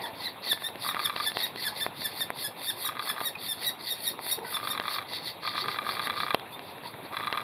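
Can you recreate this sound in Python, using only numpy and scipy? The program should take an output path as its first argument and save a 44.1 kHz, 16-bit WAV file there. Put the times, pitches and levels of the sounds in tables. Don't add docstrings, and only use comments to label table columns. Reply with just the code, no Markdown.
import sys
import numpy as np
from scipy import signal
from scipy.fft import rfft, irfft, next_fast_len
from scipy.io import wavfile
from scipy.ndimage import uniform_filter1d, map_coordinates

SR = 44100
rng = np.random.default_rng(int(sys.argv[2]) if len(sys.argv) > 2 else 0)


def waveform_to_disk(signal):
    frames = np.transpose(np.atleast_2d(signal))
    scaled = np.clip(frames, -1, 1) * 32767
    samples = np.round(scaled).astype(np.int16)
    wavfile.write(sys.argv[1], SR, samples)


N = 327663

# peak_s, swell_s, fade_s, rasp_db, sizzle_db
BEGGING_CALLS = [(.045, 0.052, 0.061, -44, -47.5), (.26, 0.13, 0.058, -40.5, -48.5),
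                 (0.516, 0.1, 0.043, -30, -39.5), (.665, 0.094, 0.044, -42.5, -42.5),
                 (.89, .12, .05, -35, -37), (1.05, 0.11, 0.048, -40, -42.5),
                 (1.275, 0.15, 0.053, -35.5, -41.5), (1.435, 0.11, 0.06, -33.5, -39),
                 (1.665, .12, 0.058, -33.5, -39), (1.825, 0.11, 0.055, -36.5, -40.5),
                 (2.06, 0.13, 0.042, -37.5, -41), (2.222, 0.14, 0.036, -39, -40),
                 (2.455, 0.13, 0.045, -36.5, -37.5), (2.69, 0.14, 0.06, -38, -36.5),
                 (2.862, 0.13, 0.042, -39, -36), (3.1, 0.13, 0.043, -38.5, -38),
                 (3.27, 0.12, 0.051, -40.5, -37), (3.505, 0.14, 0.063, -37.5, -37.5),
                 (3.68, 0.13, 0.044, -36, -37), (3.915, 0.14, 0.064, -37, -39.5),
                 (4.078, 0.13, 0.058, -38.5, -35), (4.322, 0.14, 0.059, -37, -34),
                 (4.55, 0.14, 0.052, -41.5, -39), (4.715, 0.13, 0.045, -41, -39.5),
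                 (4.946, .13, 0.056, -35.5, -40.5), (5.155, 0.093, 0.065, -36.5, -47.5),
                 (5.285, 0.086, 0.05, -37, -44.5), (5.49, 0.091, 0.08, -39, -54),
                 (5.61, 0.075, 0.048, -34.5, -48), (5.715, .06, 0.072, -37.5, -51),
                 (5.915, 0.088, 0.12, -39.5, -46), (6.055, 0.06, 0.036, -39, -42.5),
                 (6.2, 0.091, 0.15, -41, -53), (6.535, 0.033, .04, -55, -47.5),
                 (6.7, 0.11, 0.054, -52, -60), (6.875, 0.058, 0.045, -47.5, -52.5),
                 (7.06, 0.039, .03, -54, -58), (7.2, .1, .2, -62, -59)]
# centre_hz, width_hz, level_db
THROAT_RESONANCES = [(1998, 157, -2), (2400, 150, -15), (3654, 470, -1), (4436, 333, 2), (5400, 210, -23.5)]
# pitch_hz, level_db (per Hz)
SIZZLE_SPECTRUM = [(6200, -30), (8000, -4.5), (9900, 4), (12500, -3.5), (13600, 4.5), (15500, -15.5)]
# start_s, length_s, early_hz, break_hz, end_hz, start_level_db, break_level_db,
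# fundamental_db, upper_partials_db (the last two against the octave)
SQUEAK_EVENTS = [(.035, 0.028, 1784, 1730, 1560, -41, -39.5, -6, -12),
                 (0.253, 0.031, 2150, 1930, 1800, -28.5, -33.5, -6, -16),
                 (0.494, 0.036, 2030, 1760, 1730, -31, -22.5, -13, -9.5),
                 (0.631, 0.051, 1780, 1815, 2020, -36, -31.5, -7.5, -10),
                 (0.879, 0.043, 2010, 1810, 1740, -32, -33.5, -8, -7.5),
                 (1.04, 0.025, 1880, 1790, 1640, -44, -25, -15, -7.5),
                 (1.258, 0.032, 1757, 1760, 1700, -29.5, -25, -6.5, -10),
                 (1.43, 0.028, 1930, 1880, 1700, -25.5, -30, -8, -8),
                 (1.646, 0.038, 1795, 1730, 1580, -35, -32.5, 0, -2.5),
                 (1.806, 0.036, 1760, 1800, 1700, -29, -28.5, -5.5, -8.5),
                 (2.038, 0.03, 1850, 1750, 1680, -43, -29.5, -5.5, -2),
                 (2.2, 0.033, 1843, 1805, 1700, -35, -27, -7.5, -7.5),
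                 (2.437, 0.04, 1766, 1685, 1800, -36, -34.5, -3, 0.5),
                 (2.669, .041, 1790, 1840, 1570, -34, -28.5, -9.5, -7),
                 (2.848, .036, 1954, 1890, 1500, -30, -33, -15, -1.5),
                 (3.085, 0.034, 1745, 1735, 1680, -32.5, -31.5, -2.5, -4),
                 (3.246, .044, 1965, 1860, 1710, -31.5, -30, -8.5, -3.5),
                 (3.478, 0.056, 1850, 1780, 1670, -36, -29, -14, -5),
                 (3.659, 0.038, 2004, 1920, 1840, -32, -27.5, -10, -5),
                 (3.9, .04, 1922, 1840, 1710, -34.5, -30.5, -18, -5.5),
                 (4.064, 0.031, 1950, 1850, 1830, -29.5, -31, -10.5, -2),
                 (4.311, 0.027, 1873, 1880, 1840, -32, -28.5, -19, 0),
                 (4.54, 0.03, 1833, 1740, 1760, -31.5, -32, -18, -7.5),
                 (4.698, 0.028, 1857, 1830, 1770, -35, -30.5, -13, -6)]
# multiple (of the fundamental), level_db
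UPPER_PARTIALS = [(3, -4.5), (4, -7), (5, -5.5), (6, -3), (7, -4.5), (8, -10)]
# first_blow_s, last_blow_s, first_level_db, last_level_db
FOCUS_BURSTS = [(0.889, 1.2, -21, -22.5), (2.889, 3.204, -24, -23.5), (4.568, 4.984, -23, -22),
                (5.475, 6.306, -21.5, -19), (7.168, 7.374, -21, -20)]
# time_from_main_blow_s, level_db
GEAR_CONTACTS = [(-.042, -14), (-.034, -16), (-.025, -10), (-.019, -14), (0, 0), (.006, -9), (.021, -17),
                 (.031, -14), (.041, -17)]
# pitch_hz, level_db, t60_s (time to fall 60 dB)
BARREL_MODES = [(1111, -1, 0.021), (1205, 1, 0.039), (1615, -1, 0.014), (2008, -6.5, 0.021),
                (2347, -6, 0.02), (3438, -2.5, 0.017), (3940, -7.5, 0.022), (9300, -9, 0.0058),
                (12400, -13, 0.0067)]
# start_s, level_db, thud_db, bright_db, crack_db
SHELL_TICKS = [(0.4716, -36.5, 0, 0, -4), (0.5302, -26, -6, 4, -6), (0.5755, -32, -22, -5, -18),
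               (0.622, -33.5, -4, -5, -10), (0.6875, -36.5, -2, 10, -15), (0.7567, -31, -13, 1, -15),
               (0.9464, -22, -12, -2, -16), (0.9677, -43, -23, -4, -24), (1.1629, -23.5, -7.5, 8, -22),
               (1.3184, -27.5, -14, 4, -20), (1.3705, -19, -8.5, 3, -25), (1.4667, -32, -8, 6, -14),
               (1.5598, -30, -7, 7, -13), (1.8648, -24.5, -1.5, -17, -11), (2.0191, -30, -9, 1, -9),
               (2.2079, -27.5, -11, -16, -7), (2.3038, -22, -6.5, -18, -9.5), (2.6165, -29.5, -13, -3, -9),
               (3.2141, -30.5, 1.5, 5, -15), (3.3543, -41, -7, 10, -6), (3.6259, -32.5, -15, 1, -9),
               (4.1918, -30, -3, -20, -25.5), (4.266, -31, -6.5, -8, -31), (4.3898, -32.5, -9, 2, -12),
               (4.799, -21, -8, 6, -26), (5.1346, -30.5, -8, 4, -7), (6.0716, -23, -16, 2, -7.5),
               (6.346, -16, -1.5, 8, -10), (6.3966, -34, -15, 9, -15), (6.5933, -36, -8, 10, -16),
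               (6.783, -37, -7, 1, -21), (6.836, -37.5, -4, -9, -16), (6.9406, -35, -15, -13, -16),
               (7.207, -26, -11, -6, -29), (7.3268, -16.5, -11.5, 2.5, -24)]
# pitch_hz, level_db, t60_s
SHELL_MODES = [(312, -16, 0.019), (473, -8, 0.033), (734, 10, 0.0084), (1006, 9.5, 0.0093),
               (1430, 6, 0.0038), (1830, 8, 0.0041), (2720, 0.5, 0.0063), (3120, -11, 0.016),
               (3870, -6, 0.0082), (10100, 1, 0.0072), (11800, 8.5, 0.0034)]
# start_s, length_s, first_hz, last_hz, level_db, octave_db
FAR_NOTES = [(0, .11, 954, 888, -42.5, -6.5), (2.706, 0.095, 347, 334, -52, -18),
             (3.35, 0.017, 2530, 2480, -40, -26), (4.374, 0.019, 480, 415, -37, -6),
             (4.409, 0.036, 522, 355, -45.5, 4), (4.438, 0.026, 1020, 900, -46, -6),
             (4.445, 0.048, 1560, 1500, -48.5, -18), (4.43, 0.065, 1980, 1920, -50.5, -18),
             (5.61, 0.124, 366.3, 420, -46, -5), (6.524, 0.042, 3490, 3640, -46, -44),
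             (6.837, 0.034, 993, 957, -41, -12)]
# pitch_hz, level_db (per Hz)
GROVE_SPECTRUM = [(30, -2), (65, -7.5), (100, -0.5), (400, -1.5), (950, 0.5), (1500, -11), (2300, -9.5),
                  (3800, -10), (5000, -36), (9000, -22.5), (12000, -18.5), (15500, -33)]
# time_s, level_db
HUM_LEVEL = [(0.0, -43), (0.25, -44.5), (1.01, -44), (4.03, -46), (4.65, -43.5), (5.44, -45.5),
             (5.67, -42.5), (6.08, -42.5), (6.56, -44.5), (7.43, -43)]
# pitch_hz, likeness (1 = the same)
SIDE_LIKENESS = [(30, 0.98), (100, 0.99), (1000, 1), (6000, 1), (8000, 0.36), (15000, 0.91)]
# pitch_hz, t60_s
TREE_DECAY = [(300, .3), (3000, 0.17), (12000, 0.15)]
# pitch_hz, gain_db
PORT_GAIN = [(30, -25), (100, -1), (4600, 2), (5300, -3), (6000, -12), (6900, -14), (7900, -9.5),
             (9000, -4.5), (10000, 0.5)]
# pitch_hz, level_db
PORT_MISMATCH = [(30, -13), (100, -21), (500, -26), (1000, -31), (4000, -27), (7000, -20), (9000, -12),
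                 (15000, -13)]

RASP_RISE, RASP_FALL, SIZZLE_RISE, SIZZLE_FALL = 0.99, 1.26, 1.31, 1.4
FLUTTER_DB, SIZZLE_FLUTTERS = 2.1, 0.6
DUCK_DB, SIZZLE_DUCK_DB, DUCK_S = -14.5, -2, 0.0096
HELD_AT, DROP_TAKES = 0.68, 0.31
RISE, RISE_TAKES = 0.045, 0.13
AFTER_DB = -0.5
TURN_S = 0.104
BLOW_DB, WHIRR_DB = -4, -28
INSECTS_DB = -69
TOP_HZ = 15700


def amp(db):
    return 10 ** (np.asarray(db) / 20)


def unit(x):
    return x / np.sqrt(np.mean(x ** 2) + 1e-20)


def along(points, hz):
    f, v = np.transpose(points)
    return np.interp(np.log(hz + 1), np.log(f + 1), v)


def curves(rows):
    s, *cols = np.transpose(rows)
    return [np.interp(np.arange(N) / SR, s, c) for c in cols]


def wobble(rate, size=N):
    knots = rng.standard_normal(int(size * rate / SR) + 4)
    return map_coordinates(knots, [np.arange(size) * rate / SR])


def filtered(x, response):
    m = next_fast_len(N + SR // 2)
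    return irfft(rfft(x, m) * response(np.fft.rfftfreq(m, 1 / SR)), m)[..., :N]


def add(track, s, sound):
    part = track[max(round(s * SR), 0):][:len(sound)]
    part += sound[:len(part)]


def rush(gain, patchy_db):
    z = signal.stft(rng.standard_normal((2, N)), nperseg=256)[2]
    patches = rng.standard_normal(z.shape[1:])
    patches = uniform_filter1d(uniform_filter1d(patches, 3, 0), 8, 1)
    pair = signal.istft(z * amp(patchy_db * unit(patches)), nperseg=256)[1][:, :N]

    def spread(hz):
        angle = np.arccos(np.clip(along(SIDE_LIKENESS, hz), -1, 1)) / 2
        return gain(hz) * [np.cos(angle), np.sin(angle)]

    mid, side = filtered(pair, spread)
    return unit(np.array([mid + side, mid - side]))


def ring(modes, extra_db, scatter_db, turns, attack):
    t = np.arange(SR // 24) / SR
    hz, db, t60 = (np.array(modes)[:, k, None] for k in range(3))
    level_db = db + extra_db + scatter_db * rng.standard_normal(hz.shape) - 60 * t / t60
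    waves = np.sin(2 * np.pi * (hz * t + turns * rng.random(hz.shape)))
    return (amp(level_db) * waves).sum(0) * (1 - np.exp(-t / attack))


def rasp():
    effort, sizzle, locked = np.zeros((3, N))
    for s, swell, fade, rasp_db, sizzle_db in BEGGING_CALLS:
        start = max(s - swell, 0)
        t = np.arange(start - s, fade, 1 / SR)
        up = np.clip(1 + t / swell, 0, 1)
        down = np.clip(1 - t / fade, 0, 1)
        add(effort, start, amp(rasp_db) * up ** RASP_RISE * down ** RASP_FALL)
        add(sizzle, start, amp(sizzle_db) * up ** SIZZLE_RISE * down ** SIZZLE_FALL)
    for s, length, *_ in SQUEAK_EVENTS:
        t = np.arange(0, length, 1 / SR)
        add(locked, s, np.clip(np.minimum(t, length - t) / DUCK_S, 0, 1))

    def throat(f):
        power = sum(amp(2 * g) / (1 + (2 * (f - c) / w) ** 2) ** 1.075 for c, w, g in THROAT_RESONANCES)
        return np.sqrt(power)

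    flutter_db = FLUTTER_DB * wobble(300) + wobble(40)
    hoarse = rush(throat, patchy_db=2.5)
    hiss = rush(lambda f: amp(along(SIZZLE_SPECTRUM, f)), patchy_db=2.5)
    rasp_gain = effort * amp(flutter_db + DUCK_DB * locked)
    sizzle_gain = sizzle * amp(SIZZLE_FLUTTERS * flutter_db + SIZZLE_DUCK_DB * locked)
    return rasp_gain * hoarse + sizzle_gain * hiss


def squeaks():
    out = np.zeros(N)
    for (s, length, early_hz, break_hz, end_hz,
         first_db, break_db, low_db, high_db) in SQUEAK_EVENTS:
        u = np.linspace(0, 1, round(length * SR))
        n = len(u)
        shake = 0.0048 * wobble(285, size=n) + 0.0017 * wobble(1430, size=n)
        bend = (end_hz - break_hz) * np.clip((u - HELD_AT) / DROP_TAKES, 0, 1) ** 1.18
        path_hz = np.interp(u, [0, HELD_AT], [early_hz, break_hz]) + bend
        hz = path_hz * (1 + shake - RISE * np.exp(-u / RISE_TAKES))
        phase = 2 * np.pi * np.cumsum(hz) / SR
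        upper = np.zeros(n)
        for k, g in UPPER_PARTIALS:
            upper += amp(g + 3.14 * wobble(400, size=n)) * np.sin(k * phase + 6 * rng.random())
        low = amp(low_db + 0.055 * (hz.mean() - hz)) * np.sin(phase)
        tone = low + np.sin(2 * phase) + amp(high_db) * upper
        dip = 1 - 0.6 * np.exp(-((u - HELD_AT - DROP_TAKES / 2) / 0.035) ** 2)
        level_db = np.interp(u, [0, HELD_AT, 1], [first_db, break_db, break_db + AFTER_DB])
        shape = amp(level_db + 2.06 * wobble(276, size=n) + wobble(60, size=n))
        edges = np.clip(5 * np.minimum(u, 1.6 * (1 - u)), 0, 1)
        add(out, s, shape * dip * edges * tone)
    return out


def focus():
    out, load, hz = np.zeros(N), np.zeros(N), np.array(BARREL_MODES)[:, :1]
    for first, last, first_db, last_db in FOCUS_BURSTS:
        turns = round((last - first) / TURN_S) + 1
        for s, db in np.linspace([first, first_db], [last, last_db], turns):
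            for lag, contact_db in GEAR_CONTACTS:
                if lag:
                    knock = ring(BARREL_MODES, db + contact_db, scatter_db=3.5, turns=0.88, attack=0.00028)
                    add(out, s + lag + 0.00081 * rng.standard_normal(), knock)
                else:
                    blow_db = db + BLOW_DB + 3.6 * (hz > 1400)
                    blow = ring(BARREL_MODES, blow_db, scatter_db=1.2, turns=0.15, attack=0.00044)
                    add(out, s, blow)
            load[round((s - 0.05) * SR):round((s + 0.055) * SR)] = amp(db)

    def barrel(f):
        return sum(amp(db) * f * (4 / t60) / abs(c * c - f * f + 1j * f * 4 / t60)
                   for c, db, t60 in BARREL_MODES)

    whirr = unit(filtered(rng.standard_normal(N) * amp(4 * wobble(250)), barrel))
    return out + amp(WHIRR_DB) * uniform_filter1d(load, size=400) * whirr


def ticks():
    out, hz = np.zeros(N), np.array(SHELL_MODES)[:, :1]
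    for s, db, thud_db, bright_db, crack_db in SHELL_TICKS:
        mix_db = db + np.select([hz < 1200, hz > 8000, hz > 2200], [thud_db, crack_db, bright_db])
        add(out, s, ring(SHELL_MODES, mix_db, scatter_db=1, turns=0.12, attack=0.00025))
    return out


def far_notes():
    out = np.zeros(N)
    for s, length, first_hz, last_hz, db, octave_db in FAR_NOTES:
        u = np.linspace(0, 1, round(length * SR))
        hz = first_hz + (last_hz - first_hz) * u + 25 * wobble(235, size=len(u))
        phase = 2 * np.pi * np.cumsum(hz) / SR
        rough = amp(4 * wobble(180, size=len(u)))
        swell = np.sin(np.pi * u) ** 0.5
        tone = np.sin(phase) + amp(octave_db) * np.sin(2 * phase)
        add(out, s, np.sqrt(2) * amp(db) * rough * swell * tone)
    return out


def trees(x):
    hz, t, z = signal.stft(rng.standard_normal((2, SR // 2)), SR, nperseg=256)
    fade = amp(-60 * t / along(TREE_DECAY, hz)[:, None])
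    mid, side = signal.istft(z * fade, SR, nperseg=256)[1]
    side = filtered(side, lambda f: np.sqrt(1 - np.clip(along(SIDE_LIKENESS, f), 0, 1)))
    tail = mid + side[:len(mid)] * [[1], [-1]]
    late = np.pad(x, (300, 0))[None]
    return signal.fftconvolve(late, tail / np.linalg.norm(tail[0]), axes=1)[:, :N]


def grove():
    insects = rush(lambda f: 1 / (1 + ((f - 12200) / 150) ** 2), patchy_db=3)
    hum = rush(lambda f: amp(along(GROVE_SPECTRUM, f)), patchy_db=2.5)
    return amp(curves(HUM_LEVEL)[0]) * hum + amp(INSECTS_DB) * insects


def scene():
    hoarse, clear, far = rasp(), squeaks(), far_notes()
    echoes = amp(-7.5) * trees(clear + hoarse.mean(0) + far)
    return clear + hoarse + echoes + far + focus() + ticks() + grove()


def record(dry):
    t = np.arange(SR // 20) / SR
    paths = rng.standard_normal(SR // 20) * amp(-60 * t / 0.06)
    unlike = signal.fftconvolve(dry.mean(0), paths / np.linalg.norm(paths))[:N]
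    ports = dry + filtered(unlike, lambda f: amp(along(PORT_MISMATCH, f))) * [[1], [-1]]

    def response(f):
        rest = 9e6 - f * f
        notch = (rest + 1j * f * 40) / (rest + 1j * f * 330)
        lean = amp(0.5 * (f > 8000) * np.array([[1], [-1]]))
        return amp(along(PORT_GAIN, f)) * notch * lean * (f < TOP_HZ)

    return filtered(ports, response)


dry = scene()
out = record(dry)
waveform_to_disk(out)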